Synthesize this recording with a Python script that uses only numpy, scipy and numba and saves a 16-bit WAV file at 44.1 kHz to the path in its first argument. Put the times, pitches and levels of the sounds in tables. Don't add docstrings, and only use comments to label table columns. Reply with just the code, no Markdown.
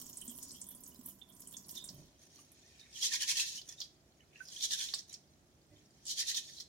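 import sys
import numpy as np
from scipy import signal
from scipy.fft import rfft, irfft
from scipy.io import wavfile
from numba import njit

SR = 44100
rng = np.random.default_rng(int(sys.argv[2]) if len(sys.argv) > 2 else 0)


def put_to_file(sound):
    columns = np.atleast_2d(sound).T
    safe = np.clip(columns, -1, 1)
    whole_steps = np.round(safe * 32767)
    wavfile.write(sys.argv[1], SR, whole_steps.astype(np.int16))


N = 294588
TIME_S = np.arange(N) / SR

# (time [s], spatter level [dB])
STREAM_FLOW = [(0, -54), (.15, -60), (.33, -57), (.46, -59), (.6, -61), (.79, -65), (.86, -61),
               (.96, -65.5), (1.08, -57.5), (1.16, -66), (1.255, -80.5), (1.3, -63.5), (1.56, -60.5),
               (1.65, -68.5), (1.7, -52.5), (1.801, -65), (1.93, -63), (2.15, -92)]
# (frequency [Hz], relative level [dB])
SPATTER_SPECTRUM = [(900, -9), (2400, -20.5), (3200, -3), (4400, -11.5), (6000, -6.5), (8000, -6.5),
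                    (11000, -1.5), (15500, 0.5)]
# (frequency [Hz], width [Hz], level [dB])
STRAINER_MODES = [(3120, 190, -20), (8200, 420, -8)]
# (time [s], level [dB])
PATTER_FLOW = [(0, -53.5), (.15, -62.5), (.33, -73), (.42, -57), (.5, -51), (.6, -64.5), (.8, -78),
               (.87, -69), (1.15, -74), (1.38, -85), (1.43, -67), (1.62, -67.5), (1.76, -63), (1.9, -84)]
# (frequency [Hz], width [Hz], level [dB])
POOL_MODES = [(5240, 220, -1.5), (5800, 120, 3.5), (6900, 170, 3)]
# (frequency [Hz], width [Hz], level [dB])
BASIN_MODES = [(198.7, 2.7, -3), (260, 43, 1), (357, 23, -10), (580, 380, -11.5), (993, 61, -7.5)]
# (time [s], level [dB], pitch [Hz], T60 [s])
BASIN_THUDS = [(0.279, -41, 237, 0.14), (0.534, -47, 234, 0.076), (0.989, -41, 242, 0.071),
               (1.902, -43.5, 183, 0.081), (1.939, -54.5, 140, 0.39)]
# (frequency [Hz], width [Hz], level [dB])
LOADED_BASIN_MODES = [(104, 7.2, -2), (302, 6, -5), (363, 11, -7), (590, 11, -6.5), (2015, 13, -16)]
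# (time [s], peak level [dB])
POT_SETTLE = (5.708, -52)
# (time [s], level [dB], centre [Hz], burst decay [s])
LOUD_DROPS = [(.065, -44.5, 6700, 0.0022), (.094, -48, 11300, .001), (.129, -45, 6600, 0.0019),
              (.171, -36.5, 8630, .002), (.213, -39.5, 9100, 0.0031), (.25, -45, 13400, .002),
              (.279, -38.5, 8100, 0.0022), (.296, -41, 8000, 0.0021), (.362, -49, 10500, .002),
              (.378, -43.5, 10050, 0.0018), (.427, -38.5, 8000, 0.011), (.492, -51, 5400, .006),
              (.506, -45.5, 5200, 0.0047), (.516, -44, 8300, 0.0017), (.615, -37, 7620, 0.0018),
              (.667, -47.5, 9600, .002), (.688, -40.5, 11300, .0015), (.708, -45, 12000, 0.00086),
              (.749, -44.5, 9760, 0.00077), (.806, -48, 13000, 0.0014), (.837, -45.5, 7700, 0.0011),
              (.862, -48, 6500, .004), (.877, -43.5, 12500, 0.00066), (1.06, -37.5, 12000, 0.0024),
              (1.085, -39, 12600, 0.0017), (1.404, -43.5, 11630, 0.0018), (1.419, -50.5, 6600, .004),
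              (1.473, -41.5, 9000, .0012), (1.51, -48, 9300, 0.002), (1.568, -38, 6600, 0.0013),
              (1.647, -57, 4650, 0.0027), (1.684, -46.5, 10000, 0.0029), (1.69, -45.5, 5620, 0.011),
              (1.712, -45.5, 8330, .006), (1.753, -42, 5800, 0.0097), (1.777, -46.5, 10900, .004),
              (1.841, -38.5, 8440, 0.0014), (1.876, -46.5, 7540, 0.0018), (1.888, -38.5, 5240, 0.0039),
              (2.518, -53.5, 10700, 0.002), (2.795, -50, 5070, 0.0034), (3.031, -33, 5600, 0.0017),
              (3.051, -42, 4050, 0.0011), (3.061, -36, 6160, 0.0011), (3.136, -28, 5700, .001),
              (3.615, -44.5, 4230, .003), (3.69, -39, 6200, 0.0029), (3.724, -45, 5630, 0.0027),
              (3.803, -33.5, 5100, 0.0016), (3.814, -33.5, 4200, 0.0027), (4.453, -50, 5550, 0.0019),
              (4.485, -43.5, 5060, .003), (4.608, -37.5, 3940, .0015), (4.617, -52, 4600, .002),
              (4.647, -34.5, 5900, 0.0013), (4.708, -32.5, 3980, .002), (4.733, -36, 5670, 0.0018),
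              (4.886, -38, 3610, 0.0017), (4.938, -27, 4420, 0.0018), (4.943, -35, 7750, .004),
              (4.989, -37, 5430, 0.003), (5.128, -42.5, 7070, 0.003), (5.14, -39, 5400, 0.0037),
              (6.054, -46.5, 7860, 0.0023), (6.066, -38.5, 7200, 0.0038), (6.345, -31.5, 3970, 0.0014),
              (6.44, -52, 3550, .002), (6.497, -51, 4960, .003), (6.52, -57, 4430, 0.0023),
              (6.566, -47, 5000, 0.0045), (6.584, -46, 4330, .002), (6.6, -38.5, 5000, 0.0047)]
# (time [s], level [dB], pitch [Hz], T60
# [s])
LARGE_BUBBLES = [(.919, -58.5, 2940, 0.059), (.95, -50.5, 5060, .02), (.958, -54.5, 4000, .025),
                 (.96, -53, 7030, 0.018), (0.991, -55, 7700, .025), (1.348, -54, 9240, 0.038),
                 (2.387, -51, 1164, 0.026), (2.39, -56, 2860, 0.027), (2.812, -50, 3700, 0.034),
                 (2.866, -50.5, 2310, 0.027), (3.398, -19.5, 2650, 0.028), (3.688, -48.5, 3450, 0.13),
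                 (3.817, -34, 3360, .021), (3.82, -46, 4750, 0.11), (4.205, -54.5, 2960, 0.029),
                 (4.237, -61, 1350, .03), (4.33, -64, 2520, .03), (4.358, -39, 2680, 0.024),
                 (4.404, -37, 1514, 0.049), (4.564, -35, 3210, 0.03), (4.936, -32.5, 1130, 0.012),
                 (4.936, -28.5, 1700, 0.0064), (6.601, -43.5, 4150, 0.078)]
# (middle [s], level [dB], pitch [Hz], half length [s], glide [Hz/s])
CUP_GULPS = [(.222, -57.5, 3040, 0.006, 0), (.3, -65, 3300, 0.014, -5000), (.565, -67, 3220, 0.019, 5000),
             (.71, -70.5, 3420, 0.033, 0), (1.219, -52.5, 3470, 0.0042, 12000), (1.3, -70, 3450, .012, 0),
             (1.467, -71, 3100, 0.0033, 4), (1.544, -51, 3440, 0.003, -15000),
             (1.777, -50, 3640, .014, -12000), (1.825, -59.5, 3640, 0.026, 0)]
# (middle [s], level [dB], pitch [Hz], half length [s], glide [Hz/s])
RICE_SQUELCHES = [(2.815, -61.5, 3800, 0.021, 0), (2.963, -50, 3210, 0.0083, 0),
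                  (3.026, -36.5, 3280, .004, 0), (3.585, -51.5, 2940, 0.01, 15000),
                  (3.785, -58.5, 3720, 0.0073, 0), (4.47, -58, 5060, 0.016, 0), (4.525, -61, 3350, .025, 0),
                  (4.59, -54, 3470, .016, 5000), (4.73, -53, 1770, 0.014, -6000),
                  (4.806, -38, 3380, 0.0044, 0), (4.81, -63, 1624, 0.021, -1500),
                  (5.105, -60.5, 3900, 0.011, 0), (6.069, -57, 3330, 0.0045, 0),
                  (6.177, -49.5, 3460, 0.0068, 0), (6.218, -55.5, 1940, .016, -1500),
                  (6.31, -57.5, 1900, 0.013, 0), (6.352, -45, 3600, 0.0059, 0), (6.58, -54, 4000, 0.011, 0)]
# (frequency [Hz], left minus right [dB])
POT_BALANCE_DB = [(500, -15), (1000, -2.5), (1600, -10), (2400, 1), (3400, -4.5), (5600, 0), (8000, -4.5),
                  (15000, -4)]
# (frequency [Hz], relative level [dB])
ROOM_SPECTRUM = [(22, -45), (38, -20), (58, -1.5), (100, -5.5), (190, -6.5), (370, -7), (480, -15.5),
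                 (650, -12), (950, -21), (2000, -23.5), (4000, -28.5), (6500, -27.5), (8000, -30.5),
                 (15500, -34.5)]
# (frequency [Hz], likeness [0-1])
ROOM_LIKENESS = [(30, 0.94), (250, 0.89), (500, 0.8), (1000, 0), (3000, 0), (16000, 0)]
# (frequency [Hz], RMS level [dB])
APPLIANCE_HUM = (145.2, -78.5)
# (middle [s], wet grain [dB], slosh [dB], half length [s])
RICE_STIRS = [(1.773, -51.5, -71, 0.02), (1.98, -68.5, -77, 0.11), (2.23, -66.5, -70.5, 0.024),
              (2.35, -65, -71, 0.044), (2.678, -66.5, -71.5, 0.18), (2.84, -72, -65.5, 0.094),
              (3.481, -42.5, -61, 0.028), (3.566, -46.5, -76, 0.016), (3.71, -59, -62, 0.023),
              (3.817, -54.5, -66.5, 0.029), (4.211, -89, -68, 0.016), (4.377, -68.5, -59.5, 0.033),
              (5.133, -56.5, -65, 0.02), (5.788, -71.5, -73.5, 0.051), (5.988, -72, -76, 0.047),
              (6.49, -56, -64.5, 0.013), (6.608, -49.5, -71, 0.011)]
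# (lift [s], let go [s], wet grain [dB], slosh [dB])
RICE_HANDFULS = [(2.964, 3.579, -47.5, -60.5), (4.522, 4.986, -50, -63.5), (6.077, 6.614, -56, -73.5)]
# (middle [s], wet grain [dB], slosh [dB], half length [s], cupped-hand pitch [Hz])
PALM_STROKES = [(3.049, -30, -45, 0.021, 3580), (3.141, -32.5, -40, 0.02, 2050),
                (3.225, -33.5, -40.5, 0.014, 3000), (3.304, -29.5, -39.5, 0.018, 2620),
                (3.395, -30.5, -40.5, 0.027, 2660), (4.642, -32.5, -55, 0.016, 3450),
                (4.729, -34, -56, 0.016, 3500), (4.815, -38.5, -51.5, 0.035, 3400),
                (6.105, -37, -73, 0.022, 4350), (6.2, -34, -48, 0.02, 4040),
                (6.296, -34.5, -50, 0.022, 3760), (6.371, -35, -50, 0.016, 3650)]
# (frequency [Hz], relative level [dB])
WET_RICE_SPECTRUM = [(900, -32), (1400, -29.5), (2200, -18), (2750, -15.5), (3150, -4), (4600, 0),
                     (6600, 0), (7600, -5.5), (10500, -9.5), (15500, -21)]
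# (frequency [Hz], relative level [dB])
SLOSH_SPECTRUM = [(1020, -9), (1270, -19.5), (1720, -2), (2100, 1.5), (2900, 5)]
# (frequency [Hz], width [Hz], level [dB])
POT_MODES = [(1038, 49, 5), (1815, 91, -5.5), (2370, 70, -6), (2620, 120, -3), (3890, 160, -1),
             (5790, 540, -6), (6600, 300, -12)]
# (middle [s], level [dB], half length [s])
SLOP_BACK = (1.977, -61, 0.072)
# (frequency [Hz], width [Hz], level [dB])
SLOP_MODES = [(166, 40, 3.5), (271, 85, 0.5), (364, 50, -5), (577, 42, -2.5)]
# (middle [s], level [dB], half length [s])
GRAIN_SCRAPES = [(1.987, -67, 0.031), (2.237, -62.5, 0.029), (2.389, -62, 0.046), (2.802, -72, 0.03),
                 (3.697, -52.5, 0.022), (4.449, -61, 0.034), (4.53, -69, 0.068), (5.099, -58, 0.0096)]
# (frequency [Hz], width [Hz], level [dB])
POT_WALL_MODES = [(3300, 70, -26), (5980, 99, 4), (6600, 360, 4.5), (9300, 640, 3), (12000, 1500, -5)]

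GURGLE_DB = -16.5
USUAL_FLOW_DB, DRUM_DB, DRUM_FOLLOWS = -57, -63.5, 0.51
STRAYS_PER_S, STRAY_BURST_S = 48, 0.00077
STRAY_DB, STRAY_SPREAD_DB = 2.0, 5.5
STRAY_LOW_HZ, STRAY_HIGH_HZ = 5400, 14400
HANDS_IN_S, RESTING_DB = 2.0, -78.5
LIFT_DB_PER_S, RELEASE_DB_PER_S = 327, 398
RUNOFF_DB, RUNOFF_DB_PER_S = -29, 70
TRICKLE_DB, USUAL_GRAIN_DB, TRICKLE_FOLLOWS = -56, -44, 0.68
GAP_HZ, GAP_WIDTH_HZ, GAP_DB = 3240, 600, -1
WALL_DB = -3.5
ROOM_TONE_DB, CUTOFF_HZ = -68, 15800


def from_db(db):
    return 10 ** (np.asarray(db) / 20)


def rms_one(x):
    return x / np.sqrt(np.mean(x ** 2) + 1e-20)


def unit_energy(x):
    return x / np.sqrt(np.sum(x ** 2, axis=-1, keepdims=True) + 1e-20)


def at_hz(points, hz):
    point_hz, values = np.array(points).T
    return np.interp(np.log(np.maximum(hz, 1)), np.log(point_hz), values)


def pan(left_db):
    return from_db(np.array([[left_db], [-left_db]]) / 2)


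def add(out, s, sound):
    i = max(round(s * SR), 0)
    out[:, i:i + sound.shape[1]] += sound[:, :N - i]


def through(x, response):
    return signal.fftconvolve(x, np.atleast_2d(response), axes=1)[:, :N]


def tick(spectrum, size=1024):
    gain = from_db(at_hz(spectrum, np.fft.rfftfreq(size, 1 / SR)))
    cepstrum = irfft(np.log(gain))
    cepstrum[1:size // 2] *= 2
    return irfft(np.exp(rfft(cepstrum[:size // 2], size)))


def body(modes, size=16384):
    t = np.arange(size) / SR
    out = np.zeros(size)
    for hz, width_hz, db in modes:
        ring = np.sin(2 * np.pi * hz * t) * np.exp(-np.pi * width_hz * t)
        out += from_db(db) * unit_energy(ring)
    return unit_energy(out)


def resonate(x, modes):
    out = x.copy()
    for hz, width_hz, db in modes:
        b, a = signal.iirpeak(hz, hz / width_hz, fs=SR)
        out += from_db(db) * signal.lfilter(b, a, x + 1e-18)
    return out


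def gliding_ring(hz, width_hz, x):
    turn = np.exp(2j * np.pi * np.cumsum(hz) / SR)
    r = np.exp(-np.pi * width_hz / SR)
    return np.real(turn * signal.lfilter([(1 - r) ** 2], [1, -2 * r, r * r], x / turn))


def clumps(per_s, depth_db):
    knots = np.clip(rng.standard_normal(int(per_s * N / SR) + 2), -2, 2)
    return rms_one(from_db(depth_db * np.interp(TIME_S * per_s, np.arange(len(knots)), knots)))


def clicks(per_s, spread_db, side_db=1.0, lag_s=.00016):
    count = int(per_s * N / SR) + 1
    at = rng.integers(0, N, count)
    sizes = from_db(spread_db * np.minimum(rng.exponential(1, count), 4))
    sizes = sizes * rng.choice([-1, 1], count)
    side = from_db(rng.normal(0, side_db, count) / 2)
    lag = np.round(rng.normal(0, lag_s * SR, count)).astype(int)
    out = np.zeros((2, N))
    np.add.at(out[0], at, sizes / side)
    np.add.at(out[1], (at + lag) % N, sizes * side)
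    return rms_one(out)


def bubble(hz, t60_s, rise, swell_cycles=0.94):
    t = np.arange(int(t60_s * SR) + 2) / SR
    ring = np.sin(2 * np.pi * hz * t * (1 + rise * t / t60_s / 2))
    return ring * from_db(-60 * t / t60_s) * (1 - np.exp(-t * hz / swell_cycles))


@njit
def ring_bubbles(starts, sizes, steps, lives, side, lags, rise, length):
    out = np.zeros((2, length))
    for k in range(len(starts)):
        for i in range(min(lives[k], length - starts[k] - abs(lags[k]))):
            age = i / lives[k]
            y = sizes[k] * np.sin(steps[k] * i * (1 + rise * age / 2))
            y *= np.exp(-6.9 * age) * min(steps[k] * i / 15, 1.)
            out[0, starts[k] + i + max(-lags[k], 0)] += y / side[k]
            out[1, starts[k] + i + max(lags[k], 0)] += y * side[k]
    return out


def froth(flow, spectrum, low_hz, high_hz, per_s, cycles, spread_db, rise=0.022, side_db=-1.0, lag_s=.00018):
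    when, pitch, size, life, side, lag = rng.random((int(per_s * N / SR), 6)).T
    starts = (when * N).astype(int)
    hz = low_hz * (high_hz / low_hz) ** pitch
    lives = (cycles * (.5 + life) * SR / hz).astype(int) + 2
    sizes = from_db(at_hz(spectrum, hz) + spread_db * np.minimum(-np.log(1 - size), 4)) * hz
    sizes = sizes / np.sqrt(np.sum(sizes ** 2 * lives) / (4 * np.log(1000) * N))
    lags = np.round((2 * lag - 1) * lag_s * SR).astype(int)
    steps = 2 * np.pi * hz / SR
    return ring_bubbles(starts, sizes * flow[starts], steps, lives, from_db(side_db * side), lags, rise, N)


def air_pockets(rows, width_hz):
    out = np.zeros((2, N))
    for s, db, hz, half_s, glide_hz_per_s in rows:
        t = np.arange(-3 * half_s, 4 * half_s, 1 / SR)
        push = np.exp(-(t / half_s) ** 2 / 2)
        noise = rng.standard_normal(len(t))
        ring = gliding_ring(hz + glide_hz_per_s * t, width_hz, push * noise)
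        add(out, s + t[0], from_db(db) * np.linalg.norm(push) * unit_energy(ring) * pan(0))
    return out


def from_pot(x):
    left = tick([(hz, db / 2) for hz, db in POT_BALANCE_DB])
    right = tick([(hz, -db / 2) for hz, db in POT_BALANCE_DB])
    return through(x, [left, right])


def swell(s, half_s):
    return np.exp(-np.minimum(((TIME_S - s) / half_s) ** 2, 60))


def room_tone():
    hz = np.fft.rfftfreq(N, 1 / SR)
    mid, side = rfft(rng.standard_normal((2, N))) * from_db(at_hz(ROOM_SPECTRUM, hz))
    alike = np.clip(at_hz(ROOM_LIKENESS, hz), 0, 1)
    noise = irfft(np.sqrt(1 + alike) * mid + np.sqrt(1 - alike) * side * [[1], [-1]], N)
    return from_db(ROOM_TONE_DB) * rms_one(noise) * pan(-1.4)


def hum():
    hz, db = APPLIANCE_HUM
    return from_db(db) * np.sqrt(2) * np.sin(2 * np.pi * hz * TIME_S) * pan(-6.0)


def flow_of_stream():
    s, db = np.transpose(STREAM_FLOW)
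    return from_db(np.interp(TIME_S, s, db)) * (TIME_S <= s[-1])


def stream():
    flow = flow_of_stream() * clumps(per_s=110, depth_db=3.5)
    ticks = through(flow * clicks(per_s=600, spread_db=7.5), unit_energy(tick(SPATTER_SPECTRUM)))
    fizz = froth(flow, SPATTER_SPECTRUM, 4450, 14840, per_s=330, cycles=260, spread_db=2.5)
    gurgle = froth(flow, SPATTER_SPECTRUM, 2650, 4600, per_s=55, cycles=87, spread_db=7.0)
    spatter = resonate(from_db(-1.0) * ticks + from_db(-1.5) * fizz, STRAINER_MODES)
    return (spatter + from_db(GURGLE_DB) * gurgle) * pan(-7.5)


def patter():
    s, db = np.transpose(PATTER_FLOW)
    flow = from_db(np.interp(TIME_S, s, db)) * (TIME_S <= s[-1])
    flow = flow * clumps(per_s=90, depth_db=3.0)
    rings = through(flow * clicks(per_s=900, spread_db=2.0), body(POOL_MODES))
    high_pass = signal.butter(2, 4300, "high", fs=SR, output="sos")
    return signal.sosfilt(high_pass, rings) * pan(1.0)


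def basin():
    drumming = from_db(DRUM_DB) * (flow_of_stream() / from_db(USUAL_FLOW_DB)) ** DRUM_FOLLOWS
    out = through(drumming * clicks(per_s=900, spread_db=3.5, side_db=1.5), body(BASIN_MODES))
    for s, db, hz, t60_s in BASIN_THUDS:
        add(out, s, from_db(db) * bubble(hz, t60_s, rise=0, swell_cycles=0.99) * pan(0))
    groan = body(LOADED_BASIN_MODES)
    onset = (1 - np.exp(-TIME_S / 0.029)) * clumps(per_s=66, depth_db=-3.0)
    groan = groan * onset[:len(groan)]
    s, db = POT_SETTLE
    add(out, s, from_db(db) * groan / np.abs(groan).max() * pan(0))
    return out * pan(-4.5)


def strays():
    s, flow_db = np.transpose(STREAM_FLOW)
    when, size, pitch = rng.random((int(STRAYS_PER_S * s[-1]), 3)).T
    at_s = when * s[-1]
    db = np.interp(at_s, s, flow_db) + STRAY_DB + STRAY_SPREAD_DB * (2 * size - 1)
    hz = STRAY_LOW_HZ * (STRAY_HIGH_HZ / STRAY_LOW_HZ) ** pitch
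    return list(zip(at_s, db, hz, np.full(len(at_s), STRAY_BURST_S)))


def drops(size=2200, rise_s=.0012, spray_s=0.019, spray_db=-17.0, width=1.216, grain_db=5.0,
          apart_db=7.5, ring_db=-8.0, ring_t60_s=0.023):
    out = np.zeros((2, N))
    t = np.arange(size) / SR
    for s, db, hz, burst_s in list(LOUD_DROPS) + strays():
        shape = np.exp(-t / burst_s) + from_db(spray_db) * np.exp(-t / spray_s)
        shape = shape * (1 - np.exp(-t / rise_s))
        band = signal.butter(2, [hz / width, hz * width], "band", fs=SR, output="sos")
        left_right, common, grain = np.split(rng.standard_normal((4, size)), [2, 3])
        burst = shape * from_db(grain_db * grain) * (common + from_db(apart_db) * left_right)
        splat = unit_energy(signal.sosfilt(band, burst) + from_db(-22.5) * burst)
        ring = unit_energy(bubble(hz, ring_t60_s, rise=0.025))
        strength = from_db(db) * np.sqrt(0.0021 * SR)
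        add(out, s - rise_s / 2, strength * splat)
        add(out, s, strength * from_db(ring_db) * ring * pan(0))
    return out * pan(-3.5)


def plinks():
    bubbles = np.zeros((2, N))
    for s, db, hz, t60_s in LARGE_BUBBLES:
        add(bubbles, s, from_db(db) * bubble(hz, t60_s, rise=0.036, swell_cycles=3.2) * pan(0))
    in_pot = from_pot(bubbles + air_pockets(RICE_SQUELCHES, width_hz=230)) * pan(-2.5)
    return in_pot + air_pockets(CUP_GULPS, width_hz=330) * pan(-14.5)


def stirring():
    power = np.zeros((2, N))
    for s, grain_db, slosh_db, half_s in RICE_STIRS:
        power += from_db([[grain_db], [slosh_db]]) ** 2 * swell(s, half_s)
    return power


def held(start_s, end_s, rise_db_per_s, fall_db_per_s):
    before_db = rise_db_per_s * np.maximum(start_s - TIME_S, 0)
    after_db = fall_db_per_s * np.maximum(TIME_S - end_s, 0)
    return from_db(-before_db - after_db) ** 2


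def hand_work():
    power = stirring()
    power[0] += from_db(RESTING_DB) ** 2 * (TIME_S > HANDS_IN_S)
    for lift_s, let_go_s, grain_db, slosh_db in RICE_HANDFULS:
        handful = held(lift_s, let_go_s, LIFT_DB_PER_S, RELEASE_DB_PER_S)
        power += from_db([[grain_db], [slosh_db]]) ** 2 * handful
    for s, grain_db, slosh_db, half_s, _ in PALM_STROKES:
        runoff = from_db(RUNOFF_DB - RUNOFF_DB_PER_S * np.abs(TIME_S - s)) ** 2 * (TIME_S > s)
        power += from_db([[grain_db], [slosh_db]]) ** 2 * (swell(s, half_s) + runoff)
    return np.sqrt(power)


def trickle():
    flow = from_db(TRICKLE_DB) * (hand_work()[0] / from_db(USUAL_GRAIN_DB)) ** TRICKLE_FOLLOWS
    return froth(flow, WET_RICE_SPECTRUM, 2857, 10000, per_s=130, cycles=100, spread_db=3.0) * pan(-0.54)


def palm_gap(wet):
    hz = GAP_HZ * clumps(per_s=25, depth_db=0.73)
    return 2 * from_db(GAP_DB) * gliding_ring(hz, GAP_WIDTH_HZ, wet)


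def cupped_hands(wet, width_hz=800, hollow_db=-2.0):
    out = np.zeros((2, N))
    waver = clumps(per_s=45, depth_db=1.0)
    for s, _, _, half_s, hz in PALM_STROKES:
        start, size = round((s - 3 * half_s) * SR), round(6 * half_s * SR)
        squeezed = wet[:, start:start + size] * signal.windows.tukey(size)
        ring = gliding_ring(hz * waver[start:start + size], width_hz, squeezed)
        add(out, start / SR, 2 * ring)
    return from_db(hollow_db) * out


def rice():
    grain, slosh = hand_work()
    grain = grain * clumps(per_s=300, depth_db=1.0)
    contacts = clicks(per_s=2800, spread_db=0.5) + from_db(-9.5) * clicks(per_s=170, spread_db=2.5)
    crackle = through(grain * contacts, unit_energy(tick(WET_RICE_SPECTRUM)))
    squelch = froth(grain, WET_RICE_SPECTRUM, 2870, 7314, per_s=1100, cycles=89, spread_db=2.0)
    gurgle = froth(slosh, SLOSH_SPECTRUM, 954, 2875, per_s=1500, cycles=24.7, spread_db=1.6)
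    glugs = froth(slosh, SLOSH_SPECTRUM, 1539, 2760, per_s=150, cycles=66, spread_db=1.0)
    wet = from_db(-4.0) * crackle + from_db(-6.0) * squelch
    wet = wet + from_db(-5.5) * gurgle + from_db(-6.5) * glugs
    return from_pot(resonate(wet, POT_MODES) + palm_gap(wet) + cupped_hands(wet))


def slop():
    s, db, half_s = SLOP_BACK
    splashes = np.sqrt(swell(s, half_s)) * clicks(per_s=380, spread_db=-1.5, side_db=4.5)
    return from_db(db) * through(splashes, body(SLOP_MODES)) * pan(-1.8)


def scrape():
    power = sum(from_db(db) ** 2 * swell(s, half_s) for s, db, half_s in GRAIN_SCRAPES)
    return through(np.sqrt(power) * clicks(per_s=450, spread_db=3.0), body(POT_WALL_MODES)) * pan(-2.8)


def kitchen(x, wall_s=0.0042, apart_db=-1.5, room_db=-13.5, room_t60_s=0.34, count=24):
    t = np.arange(SR // 2) / SR
    echoes = np.zeros((3, len(t)))
    for row in echoes:
        row[rng.integers(SR // 1500, SR // 50, count)] = rng.choice([-1, 1], count)
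    echoes = unit_energy(echoes * np.exp(-t / (2 * wall_s)))
    walls = unit_energy(echoes[2] + from_db(apart_db) * echoes[:2])
    tail = rng.standard_normal(walls.shape) * from_db(-60 * t / room_t60_s) * (1 - np.exp(-t / 0.005))
    b, a = signal.butter(1, 9000, fs=SR)
    tail = unit_energy(signal.lfilter(b, a, tail))
    return through(x, unit_energy((t == 0) + from_db(WALL_DB) * walls + from_db(room_db) * tail))


def scene():
    reflected = stream() + patter() + drops() + plinks() + rice() + trickle() + scrape()
    return kitchen(reflected) + basin() + slop() + room_tone() + hum()


def record(dry):
    return signal.sosfilt(signal.ellip(10, .1, 80, CUTOFF_HZ, fs=SR, output="sos"), dry)


dry = scene()
out = record(dry)
put_to_file(out)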